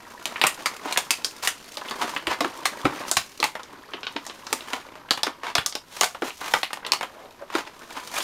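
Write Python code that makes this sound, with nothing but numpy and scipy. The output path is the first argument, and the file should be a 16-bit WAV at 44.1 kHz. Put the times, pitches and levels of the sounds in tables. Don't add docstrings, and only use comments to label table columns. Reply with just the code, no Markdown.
import sys
import numpy as np
from scipy import signal
from scipy.fft import rfft, irfft, next_fast_len
from scipy.io import wavfile

SR = 44100
rng = np.random.default_rng(int(sys.argv[2]) if len(sys.argv) > 2 else 0)


def bounce(signal):
    frames = np.transpose(np.atleast_2d(signal))
    limited = np.clip(frames, -1, 1)
    pcm = np.round(limited * 32767).astype(np.int16)
    wavfile.write(sys.argv[1], SR, pcm)


N = 362943

# f/Hz, level/dB
QUIET_SPECTRUM = [(300, -5), (1000, -16.5), (4000, -18), (16000, -32)]
# f/Hz, t60/s
ROOM_DECAY = [(200, 0.19), (1400, 0.2), (9700, 0.22)]
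# f/Hz, width/Hz, level/dB
CARD_MODES = [(291, 78, -9), (380, 240, -14.5)]
# t/s, level/dB
CARD_SLAPS = [(0.851, -28.5), (2.274, -27.5), (2.405, -21.5), (2.443, -23.5), (2.848, -14.5), (3.397, -30),
              (3.94, -32), (4.158, -28), (4.525, -25), (5.268, -27), (6.22, -20.5), (7.549, -19.5)]
# t/s, level/dB
LOW_THUDS = [(2.275, -35), (2.847, -20.5), (3.169, -32.5), (5.585, -30)]
# t/s, rub of card and fingers/dB, crinkle of film/dB
HAND_LEVELS = [(0.0, -51.5, -56), (0.37, -44.5, -48.5), (1.72, -52, -51), (1.99, -36.5, -44),
               (2.25, -47.5, -53), (3.05, -38.5, -45), (3.21, -58.5, -48.5), (3.78, -49.5, -62),
               (4.56, -49.5, -47.5), (5.11, -51.5, -68), (5.91, -61, -74), (6.58, -81, -38),
               (6.85, -43.5, -80), (7.1, -51, -58), (7.47, -56, -66), (8.23, -44, -39.5)]
# f/Hz, level/dB
RUB_SPECTRUM = [(59, -28), (248, 7), (693, 4), (1750, -0.5), (6000, -21.5), (13200, -120)]
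# f/Hz, level/dB
FILM_SPECTRUM = [(1200, -7.5), (3000, 0.5), (6500, 0.5), (15000, -11)]
# t of top/s, length/s, level/dB
CARD_SLIDES = [(7.211, 0.21, -45.5), (7.426, 0.034, -38)]
# t of top/s, length/s, level/dB, film re tear/dB
GLUE_TEARS = [(0.892, 0.1, -33, -7), (1.452, 0.042, -33, 7), (2.025, 0.029, -22.5, -5),
              (2.099, 0.086, -36.5, -2), (2.317, 0.061, -23, -19), (4.743, 0.17, -40, -5),
              (5.477, 0.074, -31.5, -19), (3.086, 0.023, -40.5, 8.5), (6.012, 0.18, -43.5, 4.5),
              (6.271, 0.061, -35.5, -1), (6.47, 0.12, -34.5, -3.5), (7.566, 0.084, -31, -6.5),
              (7.673, 0.021, -35.5, -14.5), (7.978, 0.067, -34.5, -21), (8.178, 0.084, -32.5, 2.5)]
# f/Hz, width/Hz, level/dB
HOLLOW_MODES = [(745, 2340, 8), (1155, 464, 14.5)]
# t/s, level/dB
WALL_CREAKS = [(0.575, -38), (0.855, -27.5), (1.813, -30), (1.849, -34), (2.445, -19), (3.5947, -32),
               (4.9546, -37), (5.2673, -20), (5.4334, -27.5), (6.147, -29), (6.221, -22), (6.413, -27.5),
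               (6.705, -32.5), (6.771, -32.5), (7.501, -32)]
# t/s, nominal peak level/dB, f/Hz
DENT_PINGS = [(0.3592, -16, 2280), (0.9614, -15, 2260), (1.885, -22, 3660), (2.1636, -12, 2750),
              (3.6324, -30, 5660), (3.936, -18, 2900), (4.032, -20, 3000), (4.0679, -15, 3200),
              (4.1637, -14.5, 3230), (4.2656, -21.5, 6200), (4.2973, -23.5, 3200), (4.468, -22, 5030),
              (4.6073, -25.5, 3030), (5.0876, -30, 2210), (5.725, -23, 4370), (6.305, -23.5, 3040),
              (6.849, -20, 2970), (7.9065, -29.5, 3370), (8.1656, -17, 2590), (8.2049, -16.5, 3730)]
# t/s, nominal peak level/dB, crack f/Hz, hollow re peak/dB, treble re rest/dB
CREASE_SNAPS = [(0.2559, -10.5, 3770, -16.5, -3), (0.4149, -1.5, 2340, -18, -10.5),
                (0.4386, -1, 2400, -10.5, -5.5), (0.4672, -7, 2030, -30, -7),
                (0.659, -8, 2160, -14.5, -0.5), (0.925, -10.5, 3000, -20.5, -4.5),
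                (0.9744, -2.5, 2620, -17.5, -2), (1.1068, -2.5, 3030, -21.5, -3.5),
                (1.246, -13.5, 4250, -17.5, 2), (1.474, -4.5, 1980, -21, -4),
                (1.7709, -17.5, 3460, -11, -3), (1.91, -20, 1900, -2.5, -2.5),
                (2.2699, -7.5, 1800, -12, -7), (2.4066, -14.5, 1840, -1.5, 1.5),
                (2.6552, -4.5, 1790, -16.5, -2.5), (2.853, -20.5, 1980, 8.5, -3.5),
                (3.1143, -8.5, 7300, -15, 3.5), (3.169, -4, 1980, -14, 0), (3.4017, -22.5, 3940, -14, 4),
                (3.4278, -5.5, 2270, -11, -7.5), (3.4409, -5, 2270, -14, -3),
                (3.5531, -22.5, 1890, -2.5, -4.5), (4.5286, -0.5, 5650, -19.5, -7),
                (4.733, -15.5, 2150, -5, 0.5), (5.1086, -6.5, 3350, -9, 0.5), (5.175, -21, 1820, -5, -1),
                (5.233, -12.5, 3880, -9.5, 3), (5.5529, -13, 4970, -4, 4.5),
                (5.582, -5.5, 2230, -14.5, -8.5), (5.662, -13, 5500, -17.5, 4.5),
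                (5.7531, -14.5, 4840, -10.5, -2), (6.011, -2.5, 6500, -9.5, -1),
                (6.0336, -2.5, 4600, -16, -6.5), (6.042, -13, 2740, -22, -1), (6.5375, -4, 1860, -7, -4),
                (6.6315, -6, 2530, -18.5, -12.5), (6.7313, -13, 2150, -15.5, -3.5),
                (6.8654, -17.5, 3580, -11.5, -1.5), (6.92, -10.5, 4330, -12, 4.5),
                (6.9342, -8.5, 1920, -15, -4.5), (7.01, -20, 2220, -3, -3), (7.0299, -16, 2130, -8, -3.5),
                (7.5521, -13.5, 2360, -3.5, -3)]

SLIDE_HZ, TEAR_HZ = 607, 980
GRIT_RATIO = .9
CRACK_DB = -8.5
STEP_PER_KHZ = 3.4
SIZZLE_DB, SIZZLE_DB_PER_RING_DB = -31.5, -1.18
TREBLE_HZ = 6160
TOP_HZ = 16300


def amp(db):
    return 10 ** (np.asarray(db) / 20)


def unit(x):
    return x / np.sqrt(np.mean(x ** 2, axis=-1, keepdims=True) + 1e-20)


def along(points, hz):
    f, v = np.transpose(points)
    return np.interp(np.log(hz + 1), np.log(f + 1), v)


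def filtered(x, response):
    n = x.shape[-1]
    m = next_fast_len(n + 4096)
    return irfft(rfft(x, m) * response(np.fft.rfftfreq(m, 1 / SR)), m)[..., :n]


def peak(f, hz, width_hz):
    return 1j * f * width_hz / (hz * hz - f * f + 1j * f * width_hz)


def modes(table):
    return lambda f: sum((-1) ** k * amp(db) * peak(f, hz, w) for k, (hz, w, db) in enumerate(table))


def place(rows, times_s):
    at = np.round(times_s * SR).astype(int)[:, None] + np.arange(rows.shape[1])
    return np.bincount(at.ravel(), rows.ravel(), N + SR)[:N]


def shaken(t60_s, spike, response, level_db):
    t = np.arange(SR // 9) / SR
    lumps = np.repeat(rng.standard_normal((len(level_db), len(t) // 50)), 50, axis=1)
    fade = amp(-60 * t / t60_s) + amp(-8.5 - 60 * t / 0.14)
    burst = rng.standard_normal((len(level_db), len(t))) * amp(3.1 * lumps) * fade
    burst *= 1 - np.exp(-t / 0.00027)
    burst[:, 0] = -spike
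    return amp(level_db) * unit(filtered(burst, response)) * np.sqrt(256 / len(t))


def crackle(count, spread_db, t60_s):
    start, size = rng.random((count, 2)).T
    t = np.arange(SR // 30) / SR
    puff_power = amp(-120 * t / t60_s) * (1 - np.exp(-t / .0015))
    slip_power = amp(-spread_db * np.log(size + .06))[:, None] ** 2
    power = place(slip_power * puff_power, start * N / SR)
    return np.sqrt(power / np.median(power) + 1.08) * rng.standard_normal(N)


def grit(count, hz, cycles, spread_db):
    clump, lag, size, high = rng.random((count, 4)).T[:, :, None]
    start_s = np.floor(clump * 160) / 160 * N / SR + .06 * lag
    pitch_hz = hz * 5 ** (high ** 2.5 - .12)
    t = np.arange(SR // 60) / SR
    envelope = pitch_hz * t * np.exp(-pitch_hz * t / cycles)
    rows = amp(-spread_db * np.log(size + 0.04)) * envelope * np.sin(2 * np.pi * pitch_hz * t)
    return unit(place(rows, start_s[:, 0]))


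def swells(top_s, length_s, db, hz, breadth, film_db):
    half = SR // 4
    slips = crackle(count=2500, spread_db=5.5, t60_s=0.02)
    rows = slips[(np.arange(len(top_s))[:, None] * half + np.arange(2 * half)) % N]

    def body_response(f):
        pitch = peak(f, hz, breadth * hz) + 1.4 * peak(f, hz, 0.14 * hz)
        return pitch * peak(f, hz, 3.6 * breadth * hz)

    body = unit(filtered(rows, body_response))
    film = unit(filtered(rows, lambda f: amp(along(FILM_SPECTRUM, f))))
    swell = amp(db) * np.exp(-(2 * np.arange(-half, half) / SR / length_s) ** 2)
    return place(swell * (body + amp(film_db) * film), top_s[:, 0] - half / SR)


def random_colour(count):
    hz = 600 * 9 ** rng.random((count, 9))
    return lambda f: 1 + .9 * sum(peak(f, hz[:, [k]], .07 * hz[:, [k]]) for k in range(hz.shape[1]))


def quiet():
    tone = unit(filtered(rng.standard_normal(N), lambda f: amp(along(QUIET_SPECTRUM, f))))
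    whine = unit(filtered(rng.standard_normal(N), lambda f: peak(f, 11700, 620) ** 2))
    return amp(-57) * tone + amp(-72) * whine


def room(x):
    step, delay = SR // 10, 130
    wet = np.zeros(N + SR)
    for a in range(0, N, step):
        hz, t, z = signal.stft(rng.standard_normal(SR // 3), SR, nperseg=256)
        decay = amp(-60 * t / along(ROOM_DECAY, hz)[:, None])
        tail = signal.istft(z * decay, SR, nperseg=256)[1]
        answer = signal.fftconvolve(x[a:a + step], tail / np.linalg.norm(tail))
        wet[a + delay:][:len(answer)] += answer
    return wet[:N]


def thuds():
    s, db = np.transpose(LOW_THUDS)[:, :, None]
    return place(shaken(0.099, 14, lambda f: peak(f, 146, 32.0) + 0.88 * peak(f, 87, 67), db), s[:, 0])


def knocks():
    s, db = np.transpose(CARD_SLAPS)[:, :, None]
    return place(shaken(0.065, 4.9, lambda f: modes(CARD_MODES)(f) * peak(f, 190, 760), db), s[:, 0])


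def slides():
    top_s, length_s, db = np.transpose(CARD_SLIDES)[:, :, None]
    return swells(top_s, length_s, db, SLIDE_HZ, breadth=0.65, film_db=-45)


def handling():
    s, rub_db, film_db = np.transpose(HAND_LEVELS)
    t = np.arange(N) / SR
    shared = crackle(count=700, spread_db=3.5, t60_s=.04)
    film_slips = shared + crackle(count=1800, spread_db=10, t60_s=0.025)
    rub = filtered(shared, lambda f: amp(along(RUB_SPECTRUM, f)) * (1 + 0.26 * peak(f, 970, 240)))
    film = filtered(film_slips, lambda f: amp(along(FILM_SPECTRUM, f)))
    creases = grit(count=1800, hz=1168, cycles=1.6, spread_db=4.5)
    rub_part = amp(np.interp(t, s, rub_db)) * (unit(rub) + GRIT_RATIO * creases)
    return rub_part + amp(np.interp(t, s, film_db)) * unit(film)


def tears():
    top_s, length_s, db, film_db = np.transpose(GLUE_TEARS)[:, :, None]
    return swells(top_s, length_s, db, TEAR_HZ, 1.55, film_db)


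def creaks():
    s, db = np.transpose(WALL_CREAKS)[:, :, None]
    return place(shaken(0.023, 0.96, lambda f: modes(HOLLOW_MODES)(f) * peak(f, 1280, 1900), db), s[:, 0])


def pings():
    s, db, hz = np.transpose(DENT_PINGS)[:, :, None]
    colour = random_colour(count=len(s))

    def body(f):
        ring = peak(f, hz, 0.98 * hz) ** 2 + 0.21 * modes(HOLLOW_MODES)(f)
        return ring * colour(f) / (1 + 1j * f / (2 * hz)) ** 4

    return place(shaken(0.015, 6.7, body, db + CRACK_DB), s[:, 0])


def snaps():
    s, db, hz, ring_db, treble_db = np.transpose(CREASE_SNAPS)[:, :, None]
    treble, colour = amp(treble_db), random_colour(count=len(s))

    def crack_response(f):
        pitch = hz / 3000 * peak(f, hz, 680) + 1.15 * peak(f, 3500, 5100)
        return pitch * peak(f, hz, 5700)

    def shell_response(f):
        x = f / TREBLE_HZ
        lowpass = 1 / (1 + 1j * np.sqrt(2) * x - x ** 2) ** 2
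        return (treble + (1 - treble) * lowpass) * amp(-3.5) * colour(f)

    sizzle_db = db + SIZZLE_DB + SIZZLE_DB_PER_RING_DB * ring_db
    crack = shaken(0.012, STEP_PER_KHZ * hz[:, 0] / 1e3, crack_response, db + CRACK_DB)
    hollow = shaken(0.017, 0.42, lambda f: modes(HOLLOW_MODES)(f) * peak(f, 940, 3450), db + ring_db)
    sizzle = shaken(0.017, 0.32, lambda f: peak(f, 6920, 4700) ** 2, sizzle_db)
    return place(filtered(crack + hollow + sizzle, shell_response), s[:, 0])


def scene():
    blows = snaps() + pings() + creaks() + knocks() + thuds()
    hands = handling() + tears() + slides()
    sound = blows + hands + room(amp(-11) * blows + amp(-7) * hands) + quiet()
    return np.array([sound, sound])


def record(dry):
    def microphone(f):
        dip = 1 - .5 * peak(f, 7860, 270)
        fade = amp(-16 / (1 + np.exp((15700 - f) / 150)))
        return (f < TOP_HZ) * dip * fade

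    return filtered(np.clip(dry, -1, 1), microphone)


dry = scene()
out = record(dry)
bounce(out)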